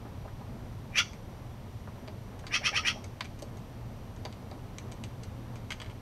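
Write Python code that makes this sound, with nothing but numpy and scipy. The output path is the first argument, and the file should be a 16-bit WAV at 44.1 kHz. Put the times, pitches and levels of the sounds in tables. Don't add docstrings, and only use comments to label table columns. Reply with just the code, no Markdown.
import sys
import numpy as np
from scipy import signal
from scipy.fft import rfft, irfft, next_fast_len
from scipy.io import wavfile

SR = 44100
rng = np.random.default_rng(int(sys.argv[2]) if len(sys.argv) > 2 else 0)


def waveform_to_disk(signal):
    frames = np.transpose(np.atleast_2d(signal))
    scaled = np.clip(frames, -1, 1) * 32767
    samples = np.round(scaled).astype(np.int16)
    wavfile.write(sys.argv[1], SR, samples)


N = 265041

# frequency in Hz, relative level in dB.
RUMBLE_COLOUR = [(12, -36), (22, -5.5), (45, -4), (60, -5.5), (80, -1.5), (97, 2), (129, -2), (152, -12),
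                 (180, -11.5), (250, -14.5), (340, -35), (570, -120)]
ROAD_COLOUR = [(100, -17), (170, -3), (245, -2.5), (285, -8), (400, -9.5), (620, -11.5), (1000, -15),
               (1600, -25), (2200, -29), (4000, -55)]
HISS_COLOUR = [(900, -12.5), (1800, 1), (3000, 0.5), (5000, -4.5), (7500, -10.5), (10000, -16),
               (11500, -10), (12800, -19), (15000, -20), (15800, -24)]
# centre in seconds, half length in seconds, lift in dB.
RUMBLE_SWELLS = [(0.593, 0.26, 3.5), (3.95, 0.31, 1.5)]
# time in seconds, pitch in Hz, level in dB.
ENGINE = [(0, 111.9, -52.5), (2, 115.8, -52.5), (3.6, 116.9, -50.5), (4.2, 118.6, -43.5),
          (4.45, 118.3, -59), (4.8, 117.3, -48), (6, 117, -48)]
# frequency in Hz, level in dB.
WHINE_TONES = [(5846, -77), (8780, -79.5), (11719, -75.5), (14626, -82.5)]
# frequency in Hz, time to fall 60 dB in seconds.
GARDEN_DECAY = [(200, 0.26), (1300, 0.27), (3000, 0.25), (6000, 0.37), (11000, 0.15)]

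# start in seconds, level in dB, centre in Hz.
THUDS = [(0.052, -32.5, 560), (.25, -36.5, 483), (.277, -40, 940), (.409, -38, 665), (1.874, -38.5, 840),
         (2.079, -32, 388), (2.439, -42, 1060), (3.423, -32.5, 420), (4.2512, -31.5, 662),
         (4.516, -36, 600)]
# frequency in Hz, width in Hz, gain in dB.
TAP_MODES = [(693, 174, -2), (1135, 335, -4.5), (1660, 380, -6.5), (2230, 380, -5), (3130, 510, -5.5),
             (3870, 570, -4.5), (4510, 480, -3.5), (6230, 820, -2.5), (8000, 1240, -6.5),
             (10600, 2400, -13)]
# start in seconds, level in dB, tilt in dB per octave.
PECKS = [(2.0767, -45.5, -1.5), (2.4672, -39, .5), (3.2073, -32, -2), (3.4218, -47, 8), (4.2512, -39, 0.3),
         (4.3258, -49.5, 1), (4.513, -46, -2)]
STEPS = [(1.1323, -52.5, -1.5), (2.391, -54, 2.5), (3.041, -46, -1), (3.244, -45.5, -2), (3.3897, -53, 2),
         (3.5699, -58.5, 4), (4.1626, -56.5, -1), (4.7838, -44.5, 0.5), (4.9162, -47, 1),
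         (5.0376, -42.5, 0.5), (5.233, -47, 0), (5.5564, -49, -1.5)]
# start in seconds, level in dB, tilt in dB per octave, second foot's delay in seconds.
HOPS = [(5.7048, -34.5, -0.1, .014), (5.8002, -41.5, -0.5, 0.016), (5.8448, -51.5, -3.5, .016),
        (5.8974, -52.5, -1, 0.01)]
# frequency in Hz, gain in dB.
PECK_COLOUR = [(700, -12.5), (1200, -1), (3100, -1), (4400, -1.5), (6300, -10.5)]
CLAW_COLOUR = [(700, -11.5), (1600, -2), (2300, 2), (4400, -5.5), (6300, -3)]
FEET_COLOUR = [(700, -11), (1300, -2.5), (2200, -0.5), (3100, .5), (4000, -7), (6300, -12)]

# centre in seconds, level in dB.
CHIRRUPS = [(2.622, -49), (2.732, -43.5), (2.844, -50), (2.967, -47.5)]
# frequency in Hz, gain in dB.
SQUEAL_COLOUR = [(1000, -12), (1320, -12), (1600, -16), (2100, -2), (2620, -1), (3200, -1), (3800, -9),
                 (4650, -9.5), (5100, -18), (5550, -1), (6500, -14), (8000, -26), (10900, -24),
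                 (11900, -46)]
# frequency in Hz, width in Hz, gain in dB,
# share of the beak's glide, lag in seconds, growth in dB per dB of effort.
THROAT_MODES = [(1307, 170, -13, 0.088, 0.016, 1.45), (2193, 490, -6, 0.41, -0.002, 0.87),
                (2643, 240, -5, 0.41, -0.0083, 1.04), (3150, 295, -7.5, 0.43, 0.0043, 0.8),
                (4550, 460, -12.5, 0.16, 0.0061, 1.2), (5610, 650, -11, 0.098, 0.0039, 0.81),
                (8400, 2200, -27, 0, -0.00089, 0.61), (11000, 640, -28.5, .25, -0.0066, 0.88)]
# peak time in seconds, level in dB, tuning ratio, tilt in dB per octave.
CALLS = [(0.9863, -25.5, 1.045, -0.2), (2.5513, -27.5, .99, 0.1), (2.667, -27, .99, -0.1),
         (2.771, -27.5, .984, 0), (2.882, -26.5, 1., .5)]

RISE_S, FALL_S, EDGE_DB = .044, .04, 22


def amp(db):
    return 10 ** (np.asarray(db) / 20)


def unit(x):
    return x / np.sqrt(np.mean(x ** 2) + 1e-20)


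def along(points, hz):
    freqs, values = np.transpose(points)
    return np.interp(np.log(hz + 1), np.log(freqs + 1), values)


def smooth_step(t, width):
    return (1 + np.tanh(t / width)) / 2


def wobble(rate, size):
    knots = rng.standard_normal(int(size * rate / SR) + 4)
    return 1.2 * np.interp(np.arange(size) * rate / SR, np.arange(len(knots)), knots)


def filtered(x, response):
    padded = next_fast_len(len(x) + 8192)
    return irfft(rfft(x, padded) * response(np.fft.rfftfreq(padded, 1 / SR)), padded)[:len(x)]


def noise(colour):
    return unit(filtered(rng.standard_normal(N), lambda hz: amp(along(colour, hz))))


def resonate(x, hz, width_hz):
    carrier = np.exp(2j * np.pi * np.cumsum(hz * np.ones(len(x))) / SR)
    b, a = signal.butter(2, width_hz / 2, fs=SR)
    return np.sqrt(2 * SR / width_hz) * (carrier * signal.lfilter(b, a, x / carrier)).real


def background():
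    t = np.arange(N) / SR
    swell_db = sum(db * np.exp(-((t - s) / half_s) ** 2) for s, half_s, db in RUMBLE_SWELLS)
    rumble = amp(-45 + swell_db + 0.4 * wobble(6, N)) * noise(RUMBLE_COLOUR)
    road = amp(-49 + .76 * wobble(9, N)) * noise(ROAD_COLOUR)
    hiss = amp(-62.7) * noise(HISS_COLOUR)
    return rumble + road + hiss


def engine_drone():
    t = np.arange(N) / SR
    times, pitches, levels = np.transpose(ENGINE)
    hz = np.interp(t, times, pitches) * (1 + 0.022 * wobble(13, N))
    db = np.interp(t, times, levels) + 3.1 * wobble(7, N)
    phase = 2 * np.pi * np.cumsum(hz) / SR
    return amp(db) * (np.sin(phase) + amp(-16) * np.sin(2 * phase))


def camera_whine():
    t = np.arange(N) / SR
    return sum(amp(db) * unit(np.sin(2 * np.pi * hz * t + 0.84 * wobble(120, N)))
               for hz, db in WHINE_TONES)


def echoes(x, rail_db, garden_db):
    hz, t, spectrum = signal.stft(rng.standard_normal(SR // 2), SR, nperseg=256)
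    decay = amp(-60 * t / along(GARDEN_DECAY, hz)[:, None])
    tail = signal.istft(spectrum * decay, SR, nperseg=256)[1]
    tail *= 1 - np.exp(-np.arange(len(tail)) / SR / 0.01)
    delays = rng.uniform(0.00199, .026, size=12)
    slats = np.zeros(len(tail))
    slats[(delays * SR).astype(int)] = rng.choice([-1, 1], size=len(delays)) * np.exp(-delays / 0.014)
    slats = filtered(slats, lambda f: 1 / (1 + (f / 9000) ** 4))
    impulse = amp(rail_db) * slats / np.linalg.norm(slats) + amp(garden_db) * tail / np.linalg.norm(tail)
    return signal.fftconvolve(x, impulse)[:N]


def thuds(t60_s, trim_db):
    out, t = np.zeros(N + SR), np.arange(SR // 6) / SR
    attack = 1 - np.exp(-t / 0.00033)
    for s, db, hz in THUDS:
        ring = resonate(rng.standard_normal(len(t)), hz, width_hz=hz)
        out[round(s * SR):][:len(t)] += amp(db + trim_db - 60 * t / t60_s) * attack * ring
    return out[:N]


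def taps(contacts, colour, t60_s, crack, grit_db):
    out, t = np.zeros(N + SR), np.arange(SR // 10) / SR
    fade = amp(-60 * t / t60_s)
    for s, db, tilt in contacts:
        scrape = rng.standard_normal(len(t)) * amp(grit_db * wobble(530, len(t)))
        force = unit(scrape * fade) * np.sqrt(np.mean(fade ** 2))
        force[0] += crack
        for hz, width_hz, mode_db in TAP_MODES:
            strength_db = mode_db + along(colour, hz) + tilt * np.log2(hz / 3000) + rng.normal(0, .94)
            out[round(s * SR):][:len(t)] += amp(db + strength_db) * resonate(force, hz, width_hz)
    return out[:N]


def foraging():
    landings = []
    for s, db, tilt, delay in HOPS:
        landings += [(s, db, tilt), (s + delay, db + 1, tilt + 1.2)]
    return (taps(PECKS, PECK_COLOUR, t60_s=0.04, crack=8.2, grit_db=5.5)
            + taps(STEPS, CLAW_COLOUR, t60_s=0.066, crack=5.4, grit_db=4.5)
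            + taps(landings, FEET_COLOUR, t60_s=.052, crack=9.7, grit_db=3.5))


def chirrups(start_hz, end_hz, width_hz, length_s):
    out, size = np.zeros(N), int(length_s * SR)
    glide_hz = np.geomspace(start_hz, end_hz, size)
    for s, db in CHIRRUPS:
        slur = unit(resonate(rng.standard_normal(size), glide_hz, width_hz))
        out[round((s - length_s / 2) * SR):][:size] += amp(db) * slur * np.hanning(size)
    return out


def effort(t):
    return -EDGE_DB * np.abs(t / np.where(t < 0, RISE_S, FALL_S)) ** 1.75


def syrinx(rate_hz, jitter, scatter_db, breath_share):
    size = len(rate_hz)
    cycle = np.cumsum(rate_hz * np.exp(jitter * wobble(400, size))) / SR
    slaps = np.diff(np.floor(cycle), prepend=0)
    puffs = rng.standard_normal(size) * np.exp(-3 * (cycle % 1))
    rasp = np.sqrt(1 - breath_share) * unit(slaps) + np.sqrt(breath_share) * unit(puffs)
    return rasp * amp(scatter_db * wobble(295.2, size))


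def squeal(t, tuning, flutter_hz, flutter_db, waver):
    climb_hz = 1302 + 5500 * np.minimum(t, 0)
    arch_hz = 341.2 * np.exp(-((t - 0.0011) / 0.00651) ** 2)
    pitch = (climb_hz + arch_hz) * tuning * (1 + waver * wobble(604, len(t)))
    phase = 2 * np.pi * np.cumsum(pitch) / SR
    drive_db = -2.5 + 1.4 * effort(t)
    shake_db = flutter_db * np.sin(2 * np.pi * np.cumsum(flutter_hz) / SR)
    tone = 0
    for k in range(1, 6):
        growth = 1.6 if k > 2 else 1
        partial_db = along(SQUEAL_COLOUR, k * pitch / tuning) + growth * drive_db + shake_db
        tone = tone + amp(partial_db) * np.sin(k * phase + rng.uniform(0, 2 * np.pi))
    return np.sqrt(2) * tone


def jay_calls(beak_shut=0.67, beak_wide=1.035, muffle_hz=2200):
    out = np.zeros(N)
    t = np.arange(-SR // 12, SR // 12) / SR
    slack_db = np.minimum(-effort(t), EDGE_DB)
    rasp_hz = 530.7 * 2 ** (-slack_db / 30)
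    jitter = .12 + 0.02 * slack_db
    muffle_db_per_octave = 8.5 * (1 - smooth_step(t + 0.029, .007))
    beak_ratio = beak_shut + (beak_wide - beak_shut) * smooth_step(t + .012, 0.015)
    for s, db, tuning, tilt in CALLS:
        rasp = syrinx(rasp_hz * tuning, jitter, scatter_db=3.0, breath_share=.25)
        call = squeal(t, tuning, flutter_hz=rasp_hz, flutter_db=1.5, waver=.012)
        for hz, width_hz, mode_db, glide, lag, growth in THROAT_MODES:
            ring = resonate(rasp, hz * tuning * beak_ratio ** glide, width_hz)
            muffle_db = muffle_db_per_octave * max(np.log2(hz / muffle_hz), 0)
            call += ring * amp(mode_db + growth * effort(t - lag) - muffle_db)
        call = filtered(call, lambda hz: amp(tilt * np.log2(np.maximum(hz, 1000) / 2700)))
        out[round((s + t[0]) * SR):][:len(t)] += amp(db) * call
    return out


def scene():
    voice = jay_calls() + chirrups(start_hz=448, end_hz=1080, width_hz=190, length_s=0.057)
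    bird = voice + foraging() + thuds(t60_s=0.081, trim_db=-5)
    return (bird + echoes(bird, rail_db=-12.5, garden_db=-17) + background() + engine_drone())[None]


def record(dry):
    return filtered(dry[0] + camera_whine(), lambda hz: hz < 15750)[None]


dry = scene()
out = record(dry)
waveform_to_disk(out)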